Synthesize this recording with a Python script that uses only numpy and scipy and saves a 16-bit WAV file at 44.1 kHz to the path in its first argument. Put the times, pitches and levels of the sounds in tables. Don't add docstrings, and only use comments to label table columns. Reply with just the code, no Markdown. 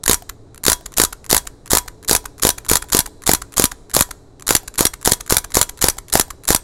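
import sys
import numpy as np
from scipy import signal
from scipy.fft import rfft, irfft
from scipy.io import wavfile
from scipy.ndimage import map_coordinates

SR = 44100
rng = np.random.default_rng(int(sys.argv[2]) if len(sys.argv) > 2 else 0)


def transcribe(signal):
    frames = np.atleast_2d(signal).T
    limited = np.clip(frames, -1, 1)
    pcm = np.round(limited * 32767).astype(np.int16)
    wavfile.write(sys.argv[1], SR, pcm)


N = 292383
T = np.arange(SR // 4) / SR
STRIKER_LEAD_S = .0166
BOUNCE_DB, BOUNCE_SHARE = -10.5, .325
RESET_DB = -19

# blast t/s, trigger pull/s, bolt cycle/s, trigger held after the blast/s
SHOTS = [(.0958, .15, .0355, .197), (.6816, .104, .0365, .177), (.9992, .06, .0372, .127),
         (1.3284, .065, .0374, .141), (1.7326, .056, .0382, .146), (2.1115, .064, .0388, .143),
         (2.4502, .053, .0399, .13), (2.7142, .05, .0411, .107), (2.9479, .047, .042, .111),
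         (3.2922, .055, .0422, .125), (3.5967, .057, .0433, .118), (3.9654, .052, .043, .143),
         (4.507, .084, .044, .17), (4.8074, .051, .0452, .128), (5.0747, .047, .0444, .131),
         (5.3233, .046, .0446, .119), (5.5695, .05, .044, .122), (5.8411, .051, .0433, .141),
         (6.1537, .054, .043, .15), (6.5044, .052, .0429, .15)]
# f/Hz, relative level/dB
GAS_EQ = [(100, 2.5), (400, -4.5), (700, 5), (1300, -1), (2000, -5), (2800, -10), (4100, -2.5), (7000, 0),
          (8700, -6), (10300, -1), (12300, -2), (13500, -8), (16000, -14)]
def gas_blast():
    jet, boom = np.zeros(N), np.zeros(N)
    for s, *_ in SHOTS:
        pitch = np.exp(.03 * rng.standard_normal(3))
        add(jet, s, burst(0, hold=.0014, t60=.0058))
        add(jet, s + .003, burst(-22, hold=.015, t60=.17))
        add(boom, s + .00021, -swing(3.4, hz=370 * pitch[0], t60=.0062))
        add(boom, s + .00088, -swing(-2.9, hz=505 * pitch[1], t60=.014))
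        add(boom, s + .015, swing(-25, hz=850 * pitch[2], t60=.025))
    return coloured(jet, GAS_EQ) + boom


# t/s, delay/s, level/dB
REAR_STOP = [(0, 0.016, -2.5), (1.4, 0.018, -1), (2.7, .0193, -3), (3.9, 0.026, -5), (4.5, .022, -19),
             (6.6, 0.022, -8)]
def cycles():
    times, delays, levels = np.transpose(REAR_STOP)
    for s, pull, shut, _ in SHOTS:
        sear, feed = .0094 + .32 * pull, .0186 + .11 * pull
        striker_db = -4 + 2.5 * np.exp(-s / .96)
        stop, stop_db = np.interp(s, times, delays), np.interp(s, times, levels)
        yield s, sear, feed, striker_db, stop, stop_db, shut


# f/Hz, relative level/dB
SLAM_EQ = [(60, -7), (300, -0.5), (700, -2.5), (1100, -1.5), (1900, -3.5), (2700, -8.5), (3800, -2.5),
           (5000, -2), (6200, -6), (7100, 4.5), (8700, -3.5), (10000, 3), (12300, -2), (14000, -9)]
def heavy_blows():
    track = np.zeros(N)
    for s, _, _, striker_db, stop, stop_db, shut in cycles():
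        slam_db = np.interp(shut, [.036, .044], [-4, 1])
        add(track, s - STRIKER_LEAD_S, burst(striker_db - .5, hold=.00043, t60=.016))
        add(track, s + stop, burst(stop_db - 1.5, hold=.0013 * amp(stop_db), t60=.013))
        add(track, s + shut, burst(slam_db, hold=.00077, t60=.016))
    return coloured(track, SLAM_EQ)


# f/Hz, relative level/dB
CLICK_EQ = [(100, -2), (600, -11.5), (1100, 1.5), (1800, -2), (2700, -11.5), (4000, 2), (5100, -2.5),
            (7300, 5), (8800, 0.5), (10000, 5), (12200, -1), (13500, -4.5), (16000, -21)]
def light_blows():
    track = np.zeros(N)
    for s, sear, feed, _, stop, stop_db, shut in cycles():
        add(track, s - sear - .004, burst(-26, hold=.0015, t60=.009))
        add(track, s - sear, burst(-14.5, hold=.00095, t60=.0019))
        add(track, s - feed - .004, burst(-26.5, hold=.002, t60=.008))
        add(track, s - feed, burst(-13, hold=.0024, t60=.0073))
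        add(track, s - .0115, burst(-26, hold=.0028, t60=.035))
        add(track, s - .0085, burst(-18, hold=.001, t60=.086))
        add(track, s + .0052, burst(-15.5, hold=.00059, t60=.0093))
        add(track, s + .016, burst(-21.5, hold=.001, t60=.012))
        add(track, s + stop + .0074, burst(stop_db - 18.5, hold=.0017, t60=.015))
        bounce = shut * (1 + BOUNCE_SHARE)
        add(track, s + bounce, burst(BOUNCE_DB + rng.normal(0, .83), hold=.00083, t60=.028))
    return coloured(track, CLICK_EQ)


def rattle(db, count=4):
    track = np.zeros(N)
    for s, _, shut, _ in SHOTS:
        for share, size_db in zip(rng.random(count), rng.normal(0, 4.2, count)):
            add(track, s + .008 + share * shut, burst(db + size_db, hold=.00022, t60=.0078))
    return coloured(track, CLICK_EQ)


# f/Hz, relative level/dB, t60/s
RIFLE_MODES = [(977, -6.5, 0.44), (1720, -10.5, .22), (3300, -10.5, 0.16), (3950, -28.5, 2.9),
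               (5860, -7, .25), (7200, -3, 0.09), (7600, -9.5, .09), (8300, -5.5, 0.4), (10400, 6, .06),
               (10400, 2.5, .06), (12000, 7, .11), (14350, -7.5, 0.07), (15450, -1, .1)]
def ringing(blows, blur=.0006):
    t = np.arange(SR // 2) / SR
    fades = [(hz, amp(db - 60 * t / t60)) for hz, db, t60 in RIFLE_MODES]

    def modes():
        drifting_t = t + blur * np.cumsum(rng.standard_normal(len(t))) / np.sqrt(SR)
        return sum(fade * np.sin(2 * np.pi * hz * drifting_t) for hz, fade in fades)
    return amp(-59) * per_shot(blows, modes)


def pings():
    track = np.zeros(N)
    for s, _, _, striker_db, stop, stop_db, shut in cycles():
        pin, bolt, spring, detune = rng.standard_normal(4)
        bounce = shut * (1 + BOUNCE_SHARE)
        add(track, s - STRIKER_LEAD_S, swing(striker_db - 17 + 2 * pin, hz=6985 + 35 * detune, t60=.13))
        add(track, s + stop, swing(stop_db / 4 - 23, hz=982, t60=.18))
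        add(track, s + shut, swing(-36 + 3 * spring, hz=3330, t60=.17))
        add(track, s + bounce, swing(BOUNCE_DB - 5 + 2 * bolt, hz=5870 + 60 * detune, t60=.035))
    return track


def thumps():
    track = np.zeros(N)
    for s, _, feed, _, stop, stop_db, shut in cycles():
        vary_db = rng.normal(0, .85, 3)
        thud_db = np.interp(shut, [.04, .043], [-13, 0])
        add(track, s - feed, swing(vary_db[0] - 20, hz=32.6, t60=.089))
        add(track, s + .0078, swing(vary_db[1] - 24, hz=98, t60=.089))
        add(track, s + stop, swing(stop_db - 20, hz=169, t60=.035))
        add(track, s + stop, swing(stop_db - 23, hz=58, t60=.26))
        add(track, s + shut + .00038, swing(vary_db[2] + thud_db / 2 - 11, hz=51, t60=.031))
        add(track, s + shut + .0007, -swing(thud_db - 3, hz=229, t60=.0091))
        add(track, s + shut + .022, swing(-30, hz=27, t60=.19))
    for s, _, _, held in SHOTS:
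        add(track, s + held, swing(RESET_DB - 8, hz=41.9, t60=.11))
    return track


# lead before the blast/pull lengths, relative level/dB
LINKAGE_TICKS = [(1.31, -30), (1.18, -33), (1, -24.5)]
# f/Hz, relative level/dB
TICK_EQ = [(200, -29.5), (800, -4.5), (1050, 6), (1700, 4.5), (2900, -4.5), (4000, 0), (5200, -4),
           (7500, 5), (8900, -6.5), (9900, 6.5), (11200, -7), (12600, 0.5), (14000, -17.5), (16000, -22.5)]
def trigger():
    ticks = np.zeros(N)
    for s, pull, _, held in SHOTS:
        pull_db = -2.5 - 8 * np.log10(pull / .043)
        for lead, db in LINKAGE_TICKS:
            onset = s - lead * pull
            if onset > 0:
                add(ticks, onset, burst(pull_db + db + rng.normal(0, .99), hold=.00073, t60=.012))
        add(ticks, s + held, burst(RESET_DB - 7.5, hold=.00063, t60=.011))
        add(ticks, s + held + .0029, burst(RESET_DB - 2, hold=.0012, t60=.015))
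        add(ticks, s + held + .0082, burst(RESET_DB - 33, hold=.002, t60=.02))
    return coloured(ticks, TICK_EQ)


def pellet_knocks(delay_s=.127):
    track = np.zeros(N)
    for s, *_ in SHOTS:
        flight, pitch, force = rng.standard_normal(3)
        arrival = s + delay_s + .0017 * flight
        add(track, arrival, swing(-33.5 + 2 * force, hz=750 * np.exp(.07 * pitch), t60=.036))
        add(track, arrival, burst(-41 + 3 * force, hold=.0017, t60=.016))
    return track


# f/Hz, relative level/dB
SCATTER_EQ = [(100, -6), (500, -1), (1300, 0.5), (2700, 1), (4200, -7), (7800, -4.5), (9000, -1),
              (10200, -6), (12000, 0), (16000, -10)]
def near_scatter(rifle):
    return amp(-20) * echoes(rifle, SCATTER_EQ, t60=.11, rise=.0042)


# f/Hz, relative level/dB
TREES_EQ = [(100, -18), (600, 0), (1400, 5.5), (2800, 1.5), (4000, 3.5), (8200, 1), (11000, -7.5),
            (16000, -10.5)]
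def tree_echo(rifle):
    return amp(-36.5) * echoes(rifle, TREES_EQ, t60=.69, rise=.015)


# f/Hz, relative level/dB
AIR_EQ = [(15, -58.5), (25, -24.5), (43, -5.5), (70, 0.5), (108, -2.5), (212, -11), (285, -10), (416, -7),
          (531, -14.5), (659, -15.5), (2990, -43), (4030, -32.5), (4610, -38.5), (8360, -39.5),
          (16000, -73)]
def outdoor_air():
    level = amp(-46.5 + .48 * wobble(1.2))
    bed = unit(coloured(rng.standard_normal(N), AIR_EQ))
    buffet = amp(-48.5) * wobble(63)
    return level * bed + buffet


# f/Hz, level/dB before the swell
ENGINE_PARTIALS = [(112, -50.5), (283, -52), (335, -65), (390, -60.5), (434, -54.5)]
# t/s, level/dB
ENGINE_SWELL = [(0, -2.5), (.45, 1), (.9, -7), (2, -2), (3.1, 2.5), (3.8, -4), (4.3, -3), (6.6, -7)]
def far_engine():
    t = np.arange(N) / SR
    swell_db = np.interp(t, *np.transpose(ENGINE_SWELL))
    hum = np.zeros(N)
    for hz, db in ENGINE_PARTIALS:
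        level = amp(db + 1.9 * wobble(3.3))
        hum += level * np.sin(2 * np.pi * hz * t + .81 * wobble(6.2))
    return amp(swell_db) * hum


def burst(db, hold, t60):
    return amp(db - 60 * np.maximum(T - hold, 0) / t60) * rng.standard_normal(len(T))


def swing(db, hz, t60):
    return amp(db - 60 * T / t60) * np.sin(2 * np.pi * hz * T)


def echoes(x, eq, t60, rise):
    t = np.arange(SR // 2) / SR
    fade = amp(-60 * t / t60) * (1 - np.exp(-t / rise))
    fade /= np.linalg.norm(fade)
    return coloured(per_shot(x, lambda: fade * rng.standard_normal(len(t))), eq)


def per_shot(x, response):
    cuts = [0] + [int((s - .08) * SR) for s, *_ in SHOTS[1:]] + [N]
    track = np.zeros(N)
    for start, end in zip(cuts, cuts[1:]):
        add(track, start / SR, signal.fftconvolve(x[start:end], response()))
    return track


def coloured(x, eq, size=4096):
    hz, db = np.transpose(eq)
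    log_bins = np.log(np.fft.rfftfreq(size, 1 / SR) + 1)
    gain = amp(np.interp(log_bins, np.log(hz), db))
    cepstrum = irfft(np.log(unit(gain)))
    cepstrum[1:size // 2] *= 2
    cepstrum[size // 2 + 1:] = 0
    impulse = irfft(np.exp(rfft(cepstrum)))
    return signal.fftconvolve(x, impulse)[:len(x)]


def wobble(rate):
    knots = rng.standard_normal(int(N * rate / SR) + 4)
    return map_coordinates(knots, [np.arange(N) * rate / SR])


def add(track, s, sound):
    start = int(np.clip(round(s * SR), 0, N))
    track[start:start + len(sound)] += sound[:N - start]


def amp(db):
    return 10 ** (np.asarray(db) / 20)


def unit(x):
    return x / np.sqrt(np.mean(x ** 2) + 1e-20)


def scene():
    blows = heavy_blows() + light_blows() + rattle(db=-14.5)
    rifle = blows + ringing(blows) + pings() + gas_blast() + trigger()
    tails = near_scatter(rifle) + tree_echo(rifle)
    return (rifle + tails + thumps() + pellet_knocks() + outdoor_air() + far_engine())[None]


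def record(dry):
    clipped = np.clip(dry, -1, 1)
    lowpass = signal.firwin(161, 16000, fs=SR)
    return signal.fftconvolve(clipped, lowpass[None], mode="same")


dry = scene()
out = record(dry)
transcribe(out)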